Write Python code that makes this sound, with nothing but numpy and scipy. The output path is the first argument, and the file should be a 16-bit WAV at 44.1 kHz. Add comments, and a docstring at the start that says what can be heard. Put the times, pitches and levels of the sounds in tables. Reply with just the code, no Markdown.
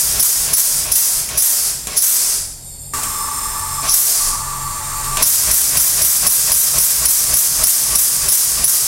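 """A homemade piston engine runs on compressed air straight ahead: it slows, stalls, is fed and picks up.
Each turn the exhaust valve cracks with a whistling spit, then dumps the cylinder in a hissing blast.
Inlet rush, valve clicks, leaks at rest and the hiss of the feed line are shaped noise in a hard garage.
The feed line's howl, the shaking frame, a machine drone and room noise are added dry, with no garage echo.
The recorder's gain control ducks everything under each blast; both channels are alike."""
import sys
import numpy as np
from scipy import signal
from scipy.fft import rfft, irfft, next_fast_len
from scipy.io import wavfile
from scipy.ndimage import uniform_filter1d

SR = 44100
rng = np.random.default_rng(int(sys.argv[2]) if len(sys.argv) > 2 else 0)


def to_wav(sig):
    """Store sig (one row per channel, or 1-D mono) as 16-bit WAV at the path in sys.argv[1].

    Samples outside -1..1 are clipped; the rate is SR.
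    """
    pcm = np.clip(np.atleast_2d(sig), -1, 1) * 32767
    pcm = np.round(pcm).astype(np.int16)
    wavfile.write(sys.argv[1], SR, pcm.T)  # frames by channels


N = 391160
TIME, FREQS = np.arange(N) / SR, np.fft.rfftfreq(N, 1 / SR)

# Levels in the colour and resonance tables are relative: each layer is brought to rms 1 before its own level.
# A resonance's width is the distance from its centre to half amplitude.

# Noise of the room. Each row: frequency in Hz, density in dB per Hz.
ROOM_COLOUR = [(20, -10), (60, 1), (110, -17), (170, -8.5), (260, -17), (420, -20.5), (750, -18.5),
               (1300, -33), (2200, -30), (3000, -32.5), (8000, -31), (15000, -45)]
# Machine drone in the garage. Each row: frequency in Hz, relative level in dB.
DRONE_PARTIALS = [(26.5, -39.5), (45.2, -49), (90.4, -45), (135.6, -47)]
# Swell of that drone. Each row: time in seconds, gain in dB.
DRONE_SWELL = [(0, -4), (1.9, -12), (2.5, -2), (3.2, -3.5), (3.8, 4.5), (5.1, 4.5), (5.6, 1), (8.87, -4)]
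# Rumble of crank and wheel. Each row: frequency in Hz, density in dB per Hz.
RUMBLE_COLOUR = [(15, -36), (27, -61), (38, -8), (60, 3.5), (90, -15), (145, -3.5), (220, -19.5),
                 (600, -20.5), (1500, -20.5)]
# Swell of the rumble through a turn. Each row: turns after the exhaust, gain in dB.
TURN_SWELL = [(0, 3), (.25, 0), (.42, -7), (.52, 1.5), (.75, 0), (1, 1)]
# Hiss of the open feed line. Each row: frequency in Hz, density in dB per Hz.
FEED_COLOUR = [(30, -12), (75, 6.5), (130, -2), (220, -6.5), (700, -7), (1300, -3.5), (2000, -4.5),
               (3200, -10.5), (5500, -3), (7500, 2), (9500, 1.5), (10700, -5), (12300, -2), (14000, -13),
               (15700, -7.5)]
# Hollow howl of the feed line. Each row: frequency in Hz, width in Hz, level in dB.
HOWL_NOTES = [(875, 19.5, -5.5), (978, 19, -8.5), (1096, 16, -4.5), (1159.6, 20, 2.5), (1237, 18, -10),
              (1333, 40, -14), (1745, 20, -15)]
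# The feed line is opened and stays open. Each row: time in seconds, hiss level in dB, howl level in dB.
FEED_FLOW = [(2.936, -19.5, -28), (2.95, -20.5, -29.5), (3.2, -26, -27), (3.5, -26, -27.5),
             (4.7, -27.5, -28.5), (5.2, -22, -28), (5.5, -15, -41), (7.6, -24.5, -34), (8.87, -31, -38)]
# Whistles of the leak with the piston at rest. Each row: frequency in Hz, width in Hz, level in dB.
SLACK_LEAK_NOTES = [(3480, 40, -19), (3750, 30, -13), (4480, 25, -3), (4830, 30, -11), (5180, 30, -10),
                    (7190, 140, -5), (7480, 180, -3), (8360, 55, 0), (8780, 150, -2), (9790, 150, -9),
                    (11100, 83, -10), (12200, 75, -3), (14550, 110, -19)]
# The same leak with the cylinder under pressure. Each row: frequency in Hz, width in Hz, level in dB.
STRAINED_LEAK_NOTES = [(3550, 35, -11), (5250, 90, -4.5), (7500, 110, 0), (8020, 50, 0), (8920, 190, 1),
                       (10000, 110, -9), (11970, 80, -4), (12380, 70, -4)]
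# Leaks while the piston lingers or rests. Each row: start in seconds, end in seconds, swell in seconds,
# level in dB, share of the strained notes from 0 to 1.
RESTS = [(1.6, 1.97, .2, -32.5, .02), (2.3, 2.934, 0.56, -30.5, 0.2), (2.935, 3.92, 0.19, -25.5, 1),
         (4.2, 5.18, 0.37, -29, 0.07)]
# Snaps of the valve gear. Each row: start in seconds, level in dB, decay time in seconds.
CLICKS = [(0.851, -18, 0.0016), (1.289, -17.5, 0.0071), (1.871, -14.5, 0.0058), (3.033, -16.5, 0.013),
          (3.825, -24, 0.0067), (5.043, -19.5, 0.007), (5.171, -9.5, 0.0048)]
# Colour of those snaps. Each row: frequency in Hz, density in dB per Hz.
CLICK_COLOUR = [(150, -4), (600, -18), (1300, -26), (2400, -5.5), (4000, -13), (7500, -1.5), (10000, -7),
                (12500, -5), (15500, -32)]
# Air rushing into the cylinder. Each row: frequency in Hz, density in dB per Hz.
RUSH_COLOUR = [(40, -19), (140, -0.5), (300, -3), (500, 3.5), (650, 3), (850, 3), (1100, 2), (1800, 1.5),
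               (2500, -4.5), (4000, 1), (5600, 1), (9000, -15), (15700, -45)]
# Hollow notes of the valve chest. Each row: frequency in Hz, width in Hz, level in dB.
CHEST_NOTES = [(390, 31, -17.5), (513, 25, -1.5), (632, 23, 6), (1107, 43, 4.5), (2510, 380, -2)]
# Piston pushing out the last air. Each row: frequency in Hz, density in dB per Hz.
SWEEP_COLOUR = [(100, -16), (500, -9), (1300, -8), (3000, -9), (4100, -4.5), (4900, 5.5), (6300, 4.5),
                (8000, 6.5), (9500, 7.5), (11000, 4), (13200, -11), (15700, -17)]
# Notes of the exhaust valve's seat. Each row: frequency in Hz, width in Hz, level in dB.
SEAT_NOTES = [(5840, 840, 9), (10400, 470, 11)]
# Exhaust through the barely open valve. Each row: frequency in Hz, density in dB per Hz.
WHISTLE_COLOUR = [(500, -24), (3000, -22.5), (4400, -16), (5700, -3), (6900, -19.5), (7700, -6.5),
                  (8800, -23.5), (9600, 2.5), (10250, 4), (11300, -7), (13200, -6), (15700, -13)]
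# Exhaust through the wide open valve. Each row: frequency in Hz, density in dB per Hz.
BLAST_COLOUR = [(100, -46), (500, -19), (1300, -11), (2800, -13.5), (3900, -8.5), (4900, -8), (6500, 0),
                (8400, 3), (10000, 3.5), (11300, 2), (13300, 5.5), (14000, -2.5), (15700, -2.5)]
# Narrow fixed peaks that ring in the exhaust hiss. Each row: frequency in Hz, width in Hz, level in dB.
PEAK_NOTES = [(4928, 20, -8), (5890, 200, -6), (6520, 50, -5), (9087, 30, -7), (10193, 70, 0),
              (11000, 90, -7), (11900, 150, -7), (13044, 60, -3), (13311, 35, -4), (13497, 40, -4)]
# The turns of the engine. Each row: time the exhaust valve cracks in seconds, relative cylinder pressure
# in dB, how long the piston keeps pushing air out in seconds.
STROKES = [ (-.115, -3, 0.054), (.192, -5.5, 0.069), (0.53, -5, 0.074), (.913, -6, 0.081),
           (1.372, -4.5, 0.12), (1.962, -5, 0.21), (3.881, -0.5, 0.22), (5.223, 3.5, 0.14),
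           (5.509, 0, 0.11), (5.769, 2.5, 0.11), (6.016, 4, 0.13), (6.265, 7.5, 0.12), (6.516, 5.5, 0.13),
           (6.78, 5, 0.11), (7.052, -1, 0.11), (7.336, -1.5, 0.1), (7.634, -3, 0.095), (7.95, -5.5, 0.095),
           (8.282, -7, 0.11), (8.638, -4, 0.1)]

# Valve timing: the inlet opens a share of a turn ahead; the exhaust is wide open a delay plus a share later.
INLET_TURNS, WIDE_DELAY_S, WIDE_TURNS, LONGEST_TURN_S = 0.1634, 0.0051, 0.09, 0.576
# The exhaust cracks in CRACK_S at the usual turn; the time follows a power law of the turn's length.
USUAL_TURN_S, CRACK_S, CRACK_POWER = 0.34, 0.0081, 1.87
# After a gap longer than STALL_S the crank starts from rest, and the inlet opens START_LEAD_S ahead.
STALL_S, START_LEAD_S = 1.0, 0.054
EMPTY_DB_PER_S = 88.5  # draining of the cylinder once the piston stops pushing
EDGE_HZ = 15900  # upper band limit of the recorder


def amp(db):
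    """Decibels to gain."""
    return 10 ** (np.asarray(db) / 20)


def unit(x):
    """Scales to rms 1."""
    return x / np.sqrt(np.mean(x ** 2) + 1e-20)


def level(rows, axis=1):
    """Gain along a curve of seconds and dB, silent outside it."""
    columns = np.transpose(rows)
    inside = (TIME >= columns[0][0]) & (TIME <= columns[0][-1])
    return amp(np.interp(TIME, columns[0], columns[axis])) * inside


def hiss(colour):
    """Turbulent air as noise of a given colour, rms 1."""
    hz, db = np.transpose(colour)
    gain = amp(np.interp(np.log(FREQS + 1), np.log(hz), db))
    return unit(irfft(rfft(rng.standard_normal(N)) * gain, N))


def ringing(notes):
    """Turbulence exciting a set of resonances, rms 1."""
    power = sum(amp(db) ** 2 / (1 + ((FREQS - hz) / width) ** 2) ** 2 for hz, width, db in notes)
    return unit(irfft(rfft(rng.standard_normal(N)) * np.sqrt(power), N))


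def wander(rate_hz):
    """Slow random drift below about the given rate, rms 1."""
    return unit(irfft(rfft(rng.standard_normal(N)) / (1 + (FREQS / rate_hz) ** 4), N))


def burst(start, rise, fall_db_per_s, length=0.9, hold=0):
    """Envelope of a release of air: a straight rise, then a drain in dB once the hold has passed."""
    out = np.zeros(N)
    during = slice(*np.searchsorted(TIME, [start, start + length]))
    age = TIME[during] - start
    opening = np.clip(age / max(rise, 1 / SR), 0, 1)
    out[during] = opening * amp(-fall_db_per_s * np.maximum(age - hold, 0))
    return out


def strokes():
    """Valve timing from the crank's pace: (s, pressure dB, push s, inlet lead s, crack s, wide open after s)."""
    starts, pressure_db, push = np.transpose(STROKES)
    gaps = np.diff(starts)
    before, after = np.r_[gaps[0], gaps], np.r_[gaps, gaps[-1]]
    turn = np.minimum(before, after)
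    crack = CRACK_S * (turn / USUAL_TURN_S) ** CRACK_POWER
    turn = np.minimum(turn, LONGEST_TURN_S)
    lead = np.where(before > STALL_S, START_LEAD_S, INLET_TURNS * turn)
    wide_after = WIDE_DELAY_S + WIDE_TURNS * turn
    return zip(starts, pressure_db, push, lead, crack, wide_after)


def inflow(rise=0.0035, fall=1.7, overlap=0.0092):
    """Flow through the inlet valve, stronger with pressure, until just after the exhaust cracks."""
    return sum(amp(pressure_db) * burst(s - lead, rise, fall, length=lead + overlap)
               for s, pressure_db, _, lead, _, _ in strokes())


def background(floor_db=-42, waver_db=4.3):
    """A low machine drone, each partial wavering in level and phase, over the noise of the room."""
    drone = 0
    for hz, db in DRONE_PARTIALS:
        gain = amp(db + waver_db * wander(5.1))
        drone = drone + gain * np.sin(2 * np.pi * hz * TIME + 0.5 * wander(3.4))
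    return np.sqrt(2) * level(DRONE_SWELL) * drone + amp(floor_db) * hiss(ROOM_COLOUR)


def crank(rumble_db=-26, db_per_doubling=12):
    """Crank and wheel shake the frame, more the faster they turn and most around the exhaust."""
    starts = [row[0] for row in STROKES]
    starts = np.array([*starts, 2 * starts[-1] - starts[-2]])  # one more turn at the last pace
    turn, angle = np.divmod(np.interp(TIME, starts, np.arange(len(starts))), 1)
    doublings = np.log2(USUAL_TURN_S / np.diff(starts)).take(turn.astype(int), mode="clip")
    swell_db = np.interp(angle, *np.transpose(TURN_SWELL))
    return amp(rumble_db + db_per_doubling * doublings + swell_db) * hiss(RUMBLE_COLOUR)


def howl(throb_db=0.6, draw=0.11):
    """Air flowing in the feed line sounds hollow unsteady notes, louder when the cylinder draws on it."""
    drawn = level(FEED_FLOW, axis=2) * (1 + draw * inflow())
    return drawn * ringing(HOWL_NOTES) * amp(throb_db * wander(42))


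def feed_hiss():
    """Turbulent air hisses from the open feed line."""
    return level(FEED_FLOW) * hiss(FEED_COLOUR)


def leaks(waver_db=1.2):
    """Air whistles past the seats of the resting valves; the notes change with the pressure on them."""
    slack, strained = ringing(SLACK_LEAK_NOTES), ringing(STRAINED_LEAK_NOTES)
    air = np.zeros(N)
    for start, end, swell, db, share in RESTS:
        notes = (1 - share) * slack + share * strained
        air += amp(db) * burst(start, swell, 0, length=end - start) * notes
    return air * amp(waver_db * wander(18))


def clicks():
    """Short metallic snaps of the valve gear: noise dying away exponentially."""
    snaps = sum(amp(db) * (TIME >= s) * np.exp(-abs(TIME - s) / decay) for s, db, decay in CLICKS)
    return hiss(CLICK_COLOUR) * snaps


def intake(rush_db=-25, chest_db=-4, thump_db=-5):
    """Air rushes in ahead of each exhaust, rings the valve chest and thumps the piston."""
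    rush = unit(hiss(RUSH_COLOUR) + amp(chest_db) * ringing(CHEST_NOTES))
    thump = amp(thump_db) * hiss(RUMBLE_COLOUR)
    return amp(rush_db) * inflow() * (rush + thump)


def sweep(sweep_db=-1.5, rise_share=1.0, peaks_db=-17):
    """The returning piston pushes out the last air with a duller hiss that swells, then drains away."""
    flow = np.zeros(N)
    for s, _, push, _, _, wait in strokes():
        push_out = burst(s + wait, rise_share * push, EMPTY_DB_PER_S, hold=push - wait)
        flow = np.maximum(flow, push_out)
    return amp(sweep_db) * flow * (hiss(SWEEP_COLOUR) + amp(peaks_db) * ringing(PEAK_NOTES))


def seep(seep_db=-24, follow=0.27, lead=0.06, sing_db=-17, dwell_power=0.24, sing_rise=0.018, sing_fall=200):
    """The exhaust seat sings faintly around the crack, then sings out, louder when the valve opens slowly."""
    flow = np.zeros(N)
    for s, pressure_db, _, _, crack, wait in strokes():
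        flow += amp(seep_db + follow * pressure_db) * np.exp(-abs(TIME - s) / lead)
        dwell = (crack / CRACK_S) ** dwell_power
        flow += amp(sing_db) * dwell * burst(s, sing_rise, sing_fall, length=0.3, hold=wait)
    return flow * ringing(SEAT_NOTES)


def exhaust(whistle_db=-2.5, whistle_follow=0.48, whistle_fall=120,
            spit_db=-4, spit_fall=450, spit_rise=0.017,
            blast_db=3, blast_follow=0.05, blast_rise=0.036, blast_fall=35,
            gush_db=-5, gush_rise=0.005, gush_fall=350, peaks_db=-9, flutter_db=1.0):
    """The valve spits and whistles through its first slit, then gushes wide and the cylinder blows down."""
    slit, wide = np.zeros(N), np.zeros(N)
    for s, pressure_db, push, _, crack, wait in strokes():
        first = amp(whistle_db + whistle_follow * pressure_db)
        slit += first * burst(s, crack, whistle_fall, length=0.56, hold=crack)
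        # the spit already has the colour of the wide open valve
        wide += first * amp(spit_db) * burst(s, crack + spit_rise, spit_fall, length=0.14, hold=crack)
        wide += amp(gush_db) * burst(s + wait, gush_rise, gush_fall, length=0.15, hold=gush_rise)
        emptying = burst(s, crack, EMPTY_DB_PER_S, hold=push)
        blast = burst(s + wait, blast_rise, blast_fall) * emptying
        wide += amp(blast_db + blast_follow * pressure_db) * blast
    jet = unit(hiss(BLAST_COLOUR) + amp(peaks_db) * ringing(PEAK_NOTES))
    return (slit * hiss(WHISTLE_COLOUR) + wide * jet) * amp(flutter_db * wander(48))


def garage(x, wet_db=-5.0, t60=0.27):
    """Direct sound plus dense reflections off the concrete floor and walls, decaying 60 dB in t60 seconds."""
    age = TIME[:SR // 2]
    taps = rng.standard_normal(len(age)) * (rng.random(len(age)) < 0.1) * (age > 0.002)
    taps *= amp(-60 * age / t60)
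    size = next_fast_len(N + SR)
    response = 1 + amp(wet_db) * rfft(taps / np.linalg.norm(taps), size)
    # the reflections carve fine ripples into the hiss but leave its broad colour alone
    response /= np.sqrt(uniform_filter1d(abs(response) ** 2, size=5000))
    return irfft(rfft(x, size) * response, size)[:N]


def scene():
    """The engine stands straight ahead, alike in both channels; only its air sounds pass through the garage."""
    air = exhaust() + seep() + sweep() + intake() + clicks() + leaks() + feed_hiss()
    mono = garage(air) + howl() + crank() + background()
    return np.array([mono, mono])


def record(dry, threshold_db=-14.0, squeeze=0.88, attack=0.0061, recovery_db_per_s=120, sense=0.0013):
    """Gain control turns down each blast and all beneath it, then recovers; clipping and band limit follow."""
    def lag(x, seconds):
        """One-pole smoothing with a time constant in seconds."""
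        keep = np.exp(-1 / (seconds * SR))
        return signal.lfilter([1 - keep], [1, -keep], x)

    power_db = 10 * np.log10(lag(dry[0] ** 2, sense) + 1e-12)
    # the sensed level rises at once and falls no faster than the recovery rate
    ramp = TIME * recovery_db_per_s
    sensed_db = np.maximum.accumulate(power_db + ramp) - ramp
    excess_db = np.maximum(sensed_db - threshold_db, 0)
    settled_db = excess_db[:SR // 100].max()  # the control starts already settled
    reduction_db = squeeze * (settled_db + lag(excess_db - settled_db, attack))
    ducked = np.clip(dry * amp(-reduction_db), -1, 1)
    lowpass = signal.firwin(511, EDGE_HZ, window=("kaiser", 9), fs=SR)
    return signal.oaconvolve(ducked, lowpass[None], "same", axes=1)


dry = scene()
out = record(dry)
to_wav(out)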